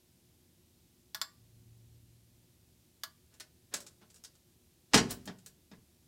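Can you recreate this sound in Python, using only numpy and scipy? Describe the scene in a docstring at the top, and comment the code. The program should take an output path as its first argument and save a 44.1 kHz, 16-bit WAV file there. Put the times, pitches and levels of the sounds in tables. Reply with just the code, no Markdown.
"""Button and steel cabinet door

A small, quiet room, one microphone close to a steel wall cabinet. A plastic button snaps over and rings
the control panel inside. The sheet-metal door is taken in hand, swings on a ticking hinge, bangs shut
with a boom and is pressed home with a few rattles. Under it lie air noise, a faint low engine-like tone
beside the mains hum, and a low drone that swells and fades."""
import sys
import numpy as np
from scipy import signal
from scipy.fft import irfft
from scipy.io import wavfile

SR = 44100
rng = np.random.default_rng(int(sys.argv[2]) if len(sys.argv) > 2 else 0)


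def master_out(mix):
    """Clip the mix to full scale and print it as 16-bit PCM to the path in sys.argv[1]."""
    frames = np.transpose(np.atleast_2d(mix))
    ceiling = np.clip(frames, -1, 1)
    pcm = np.round(ceiling * 32767).astype(np.int16)
    wavfile.write(sys.argv[1], SR, pcm)


N = 267995
TIME = np.arange(N) / SR
AGE = TIME[:SR]   # the second after a contact

# spectrum of the air in the room: frequency_hz, relative_db
AIR_SPECTRUM = [(15, -47), (25, -20.5), (80, -0.5), (141, -5.5), (179, -3), (211, -10.5), (235, -8),
                (284, -11.5), (361, -9), (392, -15.5), (437, -17.5), (1280, -29), (3780, -23.5),
                (14200, -25.5), (15800, -31)]
# a low engine-like tone, then three harmonics of the mains hum: pitch_hz, rms_db
STEADY_TONES = [(76, -80), (120, -82), (240, -81.5), (360, -83.5)]
# switch snaps: start_s, level_db, tilt_db_per_octave, edge_db, ring_db, stroke (down or up)
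BUTTON_STROKES = [(1.1459, -31.5, -0.5, 4, -42, "down"), (1.2148, -28, -0.5, -2.5, -37, "up"),
                  (3.0346, -32, -0.5, 4.5, -44, "down")]
# snap of the plastic: frequency_hz, relative_db
PLASTIC_SPECTRUM = [(400, -25), (680, -9.5), (850, -4.5), (1400, 2), (2000, -0.5), (2550, -12), (3400, 1.5),
                    (5200, 2), (6400, -4), (7400, -3.5), (10700, -8.5), (13900, -4.5), (15300, -15)]
# modes of the panel behind the button: pitch_hz, down_stroke_db, up_stroke_db, t60_s
PANEL_MODES = [(651, -9, -16.5, 0.1), (809, -31, -21, 0.15), (1109, -8, -5.5, 0.12),
               (1173, -16.5, -18.5, 0.33), (1332, -2, 1, 0.062), (1440, -4, -16, 0.13),
               (1680, -4, -10, 0.11), (3260, -13, 7, 0.015), (3546, -0.5, -6, 0.071),
               (3950, -9.5, -4.5, 0.075), (4340, -11, -15, 0.12), (4820, -8, -22, 0.049),
               (4930, 2, -19, 0.048), (5570, 4, -10, 0.041), (7220, -21, 11, 0.012),
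               (7470, -32, -12.5, 0.22)]
# bare steel contact: frequency_hz, relative_db
STEEL_SPECTRUM = [(100, -15), (200, -9.5), (350, 1.5), (620, 0.5), (850, -5), (1500, -1), (2100, -5.5),
                  (2800, -3.5), (5000, 0.5), (7200, -2), (9000, -1.5), (11500, -7), (15000, -12.5)]
# rubbing on the steel: firmest_s, level_db, half_length_s, cutoff_hz
STEEL_RUBS = [(3.341, -64.5, 0.022, 2700), (3.739, -46.5, 0.016, 2730), (4.029, -56.5, 0.015, 2700),
              (4.94, -51.5, 0.019, 4000), (5.113, -41, 0.016, 8000)]
# single ticks of the hinge and lock: start_s, level_db, edge_db
HINGE_TICKS = [(3.339, -62.5, -1), (3.765, -45.5, -5), (3.803, -48, 3), (3.8648, -48.5, -7),
               (4.101, -60, -2), (4.1423, -59, 4), (4.159, -58.5, 2), (4.3526, -63.5, -13),
               (5.1066, -41, 23), (5.255, -53.5, 12), (5.3857, -61.5, -2), (5.4607, -50, 10.5)]
# a loose part lifts and drops: start_s, click_db, fall_s, drop_db, body_db, resonance_hz
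LOOSE_CLACKS = [(3.3989, -44, 0.0047, -39.5, -6, 2060), (3.7387, -32.5, 0.0017, -29, -0.5, 7200),
                (4.238, -46, 0.0083, -43, -7.5, 5760)]
# clash of the door's crowded upper modes: frequency_hz, relative_db
CLASH_SPECTRUM = [(30, -13.5), (75, -14), (150, 2.5), (270, -8), (400, -0.5), (540, -6), (900, -1.5),
                  (1800, -3.5), (3500, -4), (6000, -2), (8000, -8), (11000, -17.5), (15000, -23.5)]
# modes of the free door sheet: pitch_hz, level_db, t60_s
SHEET_MODES = [(55, -14, .45), (106, -14, .58), (127, -10, .22), (145, -12, .6), (177, -5, .33),
               (208, 5, .23), (228, -7, .58), (248, -8, .56), (295, -3, .2), (340, -18, .45),
               (388, -12, .56), (418, -5, .18), (441, -9, .25), (461, -6, .33), (624, -7, .22),
               (836, -7, .17), (922, -10, .2), (1158, -13, .2), (1285, -14, .14), (1622, -16, .22),
               (1671, -13, .26), (1888, -12, .16), (2280, -14, .15), (2464, -14, .15), (3555, -12, .13),
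               (3714, -10, .14), (5160, -10, .13), (6367, -12, .13)]
# the sheet flexes: start_s, level_db, cutoff_hz
FLEX_THUDS = [(3.622, -61, 210), (4.927, -40, 300), (5.01, -26.5, 200), (5.263, -38, 280),
              (5.778, -37, 80.1)]
# the held door knocks: start_s, level_db, cutoff_hz
HELD_KNOCKS = [(3.7404, -56.5, 990), (4.013, -67.5, 5000), (5.108, -45.5, 1490), (5.2747, -42.5, 7080),
               (5.714, -54.5, 5010)]
# the door meets the frame with corner, full edge and rebound: start_s, clash_db, ring_db, cutoff_hz
SLAM_LANDINGS = [(4.9343, -20.5, -34.5, 7480), (4.9417, -15, -24.5, 14750), (4.9749, -21.5, -50, 9000)]
# reverberation of the small room: frequency_hz, t60_s
ROOM_DECAY = [(100, 0.87), (300, 0.43), (1000, 0.21), (4000, 0.15), (8000, 0.11), (15000, 0.13)]

BODY_HZ, EDGE_HZ = 2200, 12200   # body_db shelves the sound below the first, edge_db above the second


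def from_db(db):
    """Decibels as an amplitude factor."""
    return 10 ** (np.asarray(db) / 20)


def at_hz(points, hz):
    """Reads a table on a log-frequency axis."""
    known_hz, values = np.transpose(points)
    return np.interp(np.log(np.maximum(hz, 1)), np.log(known_hz), values)


def decay(t60_s):
    """Envelope that loses 60 dB in t60_s."""
    return from_db(-60 * AGE / max(t60_s, 0.002))


def attack(rise_s):
    """A contact takes a moment to build."""
    return 1 - np.exp(-AGE / rise_s)


def noise(spectrum, size, shade_db=lambda hz: 0):
    """Noise of rms 1 with the given spectrum, then shaded by some dB at each frequency."""
    hz = np.fft.rfftfreq(size, 1 / SR)
    shape = from_db(at_hz(spectrum, hz))
    gain = shape / np.sqrt(np.mean(shape ** 2)) * from_db(shade_db(hz))
    phases = np.exp(2j * np.pi * rng.random(len(hz)))
    return irfft(gain * phases, size) * np.sqrt(size)


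def above(hz, corner_hz):
    """Share, 0 to 1, of a smooth shelf that opens above its corner."""
    return hz ** 4 / (hz ** 4 + corner_hz ** 4)


def soften(x, cutoff_hz):
    """A longer, softer contact loses its treble."""
    return signal.sosfilt(signal.butter(2, cutoff_hz, fs=SR, output="sos"), x)


def ring(modes, scatter_db):
    """Struck modes; each blow lands elsewhere and shares its energy a little differently."""
    strengths = from_db(scatter_db * rng.standard_normal(len(modes)))
    return sum((-1) ** k * strengths[k] * from_db(db) * decay(t60_s) * np.sin(2 * np.pi * hz * AGE)
               for k, (hz, db, t60_s) in enumerate(modes))


def add(track, start_s, sound):
    """Lays a sound into the track at start_s."""
    start = round(start_s * SR)
    track[start:start + len(sound)] += sound[:N - start]


def room_tone(air_db=-67.5):
    """Air noise fills the quiet room, with a faint low engine-like tone beside the mains hum."""
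    air = from_db(air_db) * noise(AIR_SPECTRUM, N)
    tones = sum(from_db(db) * np.sqrt(2) * np.sin(2 * np.pi * (hz * TIME + rng.random()))
                for hz, db in STEADY_TONES)
    return air + tones


def button():
    """The switch snaps over and the panel behind it rings, differently on the way down and up."""
    snaps, rings = np.zeros((2, N))
    for start_s, level_db, tilt_db, edge_db, ring_db, stroke in BUTTON_STROKES:
        snap = noise(PLASTIC_SPECTRUM, SR,
                     lambda hz: tilt_db * np.log2((hz + 1) / 4000) + edge_db * above(hz, EDGE_HZ))
        modes = [(hz, down_db if stroke == "down" else up_db, t60_s)
                 for hz, down_db, up_db, t60_s in PANEL_MODES]
        add(snaps, start_s, from_db(level_db) * snap * decay(t60_s=0.041) * attack(rise_s=0.00043))
        add(rings, start_s, from_db(ring_db) * ring(modes, scatter_db=0.5))
    # so small a panel radiates no bass
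    return signal.sosfilt(signal.butter(4, 530, "high", fs=SR, output="sos"), [snaps, rings])


def drone(start_s=1.24, swell_s=0.42, hold_s=0.24, level_db=-60.5, fade_db_per_s=19.5):
    """A low tone swells, holds and fades while its pitch creeps up, bringing some rumble with it."""
    age = TIME - start_s
    fading_s = np.maximum(age - swell_s - hold_s, 0)
    envelope = np.clip(age / swell_s, 0, 1) * from_db(level_db - fade_db_per_s * fading_s)
    pitch_hz = 113 + 3 * age
    tone = np.sqrt(2) * np.sin(2 * np.pi * np.cumsum(pitch_hz) / SR)
    rumble = noise([(20, -30), (50, 4), (150, -2.0), (300, -21.5), (900, -82)], N)
    return envelope * (tone + from_db(-6.5) * rumble)


def rubs():
    """Surfaces slide in short scuffs that swell and fade around the ticks and knocks."""
    scuff = noise(STEEL_SPECTRUM, N)
    track = np.zeros(N)
    for firmest_s, level_db, half_length_s, cutoff_hz in STEEL_RUBS:
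        swell = np.exp(-np.minimum(((TIME - firmest_s) / half_length_s) ** 2, 50))
        track += from_db(level_db) * swell * soften(scuff, cutoff_hz)
    return track


def tick(level_db, body_db, resonance_hz, edge_db, t60_s):
    """A steel part knocks and resonates; firm touches reach the sheet (body), sharp ones sparkle (edge)."""
    def shade_db(hz, peak_db=6, half_width_octaves=0.24):
        octaves_off = np.log2((hz + 1) / resonance_hz)
        resonance_db = peak_db / (1 + (octaves_off / half_width_octaves) ** 2)
        return resonance_db + body_db * (1 - above(hz, BODY_HZ)) + edge_db * above(hz, EDGE_HZ)
    contact = noise(STEEL_SPECTRUM, SR, shade_db)
    return from_db(level_db) * contact * decay(t60_s) * attack(rise_s=0.00045)


def hinge_and_lock():
    """Loose parts lift with a click and drop on their seats, among single ticks of hinge and lock."""
    track = np.zeros(N)
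    for start_s, click_db, fall_s, drop_db, body_db, resonance_hz in LOOSE_CLACKS:
        add(track, start_s, tick(click_db, body_db, resonance_hz, edge_db=3.5, t60_s=0.034))
        add(track, start_s + fall_s, tick(drop_db, body_db, resonance_hz, edge_db=-14, t60_s=0.06))
    for start_s, level_db, edge_db in HINGE_TICKS:
        add(track, start_s, tick(level_db, body_db=-3, resonance_hz=7200, edge_db=edge_db, t60_s=0.087))
    return track


def clash(level_db, cutoff_hz):
    """The crowded upper modes of the door, struck once, blur into a burst of noise."""
    burst = noise(CLASH_SPECTRUM, SR) * decay(t60_s=0.089) * attack(rise_s=0.0006)
    return from_db(level_db) * soften(burst, cutoff_hz)


def boom(level_db, cutoff_hz, pitch_ratio=1):
    """The door sheet's own modes, struck once."""
    modes = [(hz * pitch_ratio, db, t60_s) for hz, db, t60_s in SHEET_MODES]
    return from_db(level_db) * soften(ring(modes, scatter_db=2.0), cutoff_hz)


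def pressed_boom(level_db, cutoff_hz):
    """Pressed firmly, the sheet rings lower and much shorter."""
    return boom(level_db, cutoff_hz, pitch_ratio=0.88) * decay(t60_s=0.14)


def door_thuds(ring_db=-7):
    """The sheet flexes with a dull thud."""
    clashes, booms = np.zeros((2, N))
    for start_s, level_db, cutoff_hz in FLEX_THUDS:
        add(clashes, start_s, clash(level_db, cutoff_hz))
        add(booms, start_s, pressed_boom(level_db + ring_db, cutoff_hz))
    return np.array([clashes, booms])


def door_knocks(ring_db=-2, settle_s=0.02, settle_clash_db=-0.5, settle_ring_db=-3):
    """The held door knocks, damped by the hand, and settles in a second, duller touch."""
    clashes, booms = np.zeros((2, N))
    hand_damping = decay(t60_s=0.64)
    for start_s, level_db, cutoff_hz in HELD_KNOCKS:
        add(clashes, start_s, clash(level_db, cutoff_hz))
        add(booms, start_s, boom(level_db + ring_db, cutoff_hz) * hand_damping)
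        dull_hz = min(cutoff_hz, 1860)
        add(clashes, start_s + settle_s, clash(level_db + settle_clash_db, dull_hz))
        add(booms, start_s + settle_s, pressed_boom(level_db + settle_ring_db, dull_hz))
    return np.array([clashes, booms])


def door_slam(chatter_s=0.0055, loss_db=9):
    """The free door booms on its frame; after each landing the edge chatters, weaker on every touch."""
    clashes, booms = np.zeros((2, N))
    for start_s, clash_db, ring_db, cutoff_hz in SLAM_LANDINGS:
        add(booms, start_s, boom(ring_db, cutoff_hz))
        for touch in range(3):
            add(clashes, start_s + touch * chatter_s, clash(clash_db - touch * loss_db, cutoff_hz))
    return np.array([clashes, booms])


def room(x, wet_db, bass_db, late_db, late_t60_s, build_s):
    """Reflections build up and die band by band, over a weak longer tail."""
    edges_hz = np.geomspace(40, 18000, num=12)
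    response = np.zeros(SR)
    for low, high in zip(edges_hz, edges_hz[1:]):
        hz = np.sqrt(low * high)
        bandpass = signal.butter(2, [low, high], "band", fs=SR, output="sos")
        band = signal.sosfilt(bandpass, rng.standard_normal(SR))
        band *= from_db(bass_db * (1 - above(hz, corner_hz=487)))   # the near sheet's bass is mostly direct
        response += band * (decay(at_hz(ROOM_DECAY, hz)) + from_db(late_db) * decay(late_t60_s))
    response *= 1 - np.exp(-(AGE / build_s) ** 2)
    return from_db(wet_db) * signal.fftconvolve(x, response / np.linalg.norm(response))[:N]


def scene():
    """Sharp contacts fill the room; the ringing sheets, close to the microphone, arrive mostly direct."""
    snaps, panel_rings = button()
    clashes, booms = door_slam() + door_knocks() + door_thuds()
    steel = clashes + hinge_and_lock() + rubs()
    ringing = panel_rings + booms
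    into_room = steel + from_db(-3.0) * snaps + from_db(-10.5) * ringing
    reflections = room(into_room, wet_db=-7, bass_db=-2.5, late_db=-25.5, late_t60_s=0.66, build_s=0.0038)
    return (snaps + steel + ringing + reflections + room_tone() + drone())[None]


def record(dry, cutoff_hz=15900):
    """One microphone channel, its top cut steeply."""
    return signal.sosfilt(signal.ellip(12, 0.1, 80, cutoff_hz, fs=SR, output="sos"), dry)


dry = scene()
out = record(dry)
master_out(out)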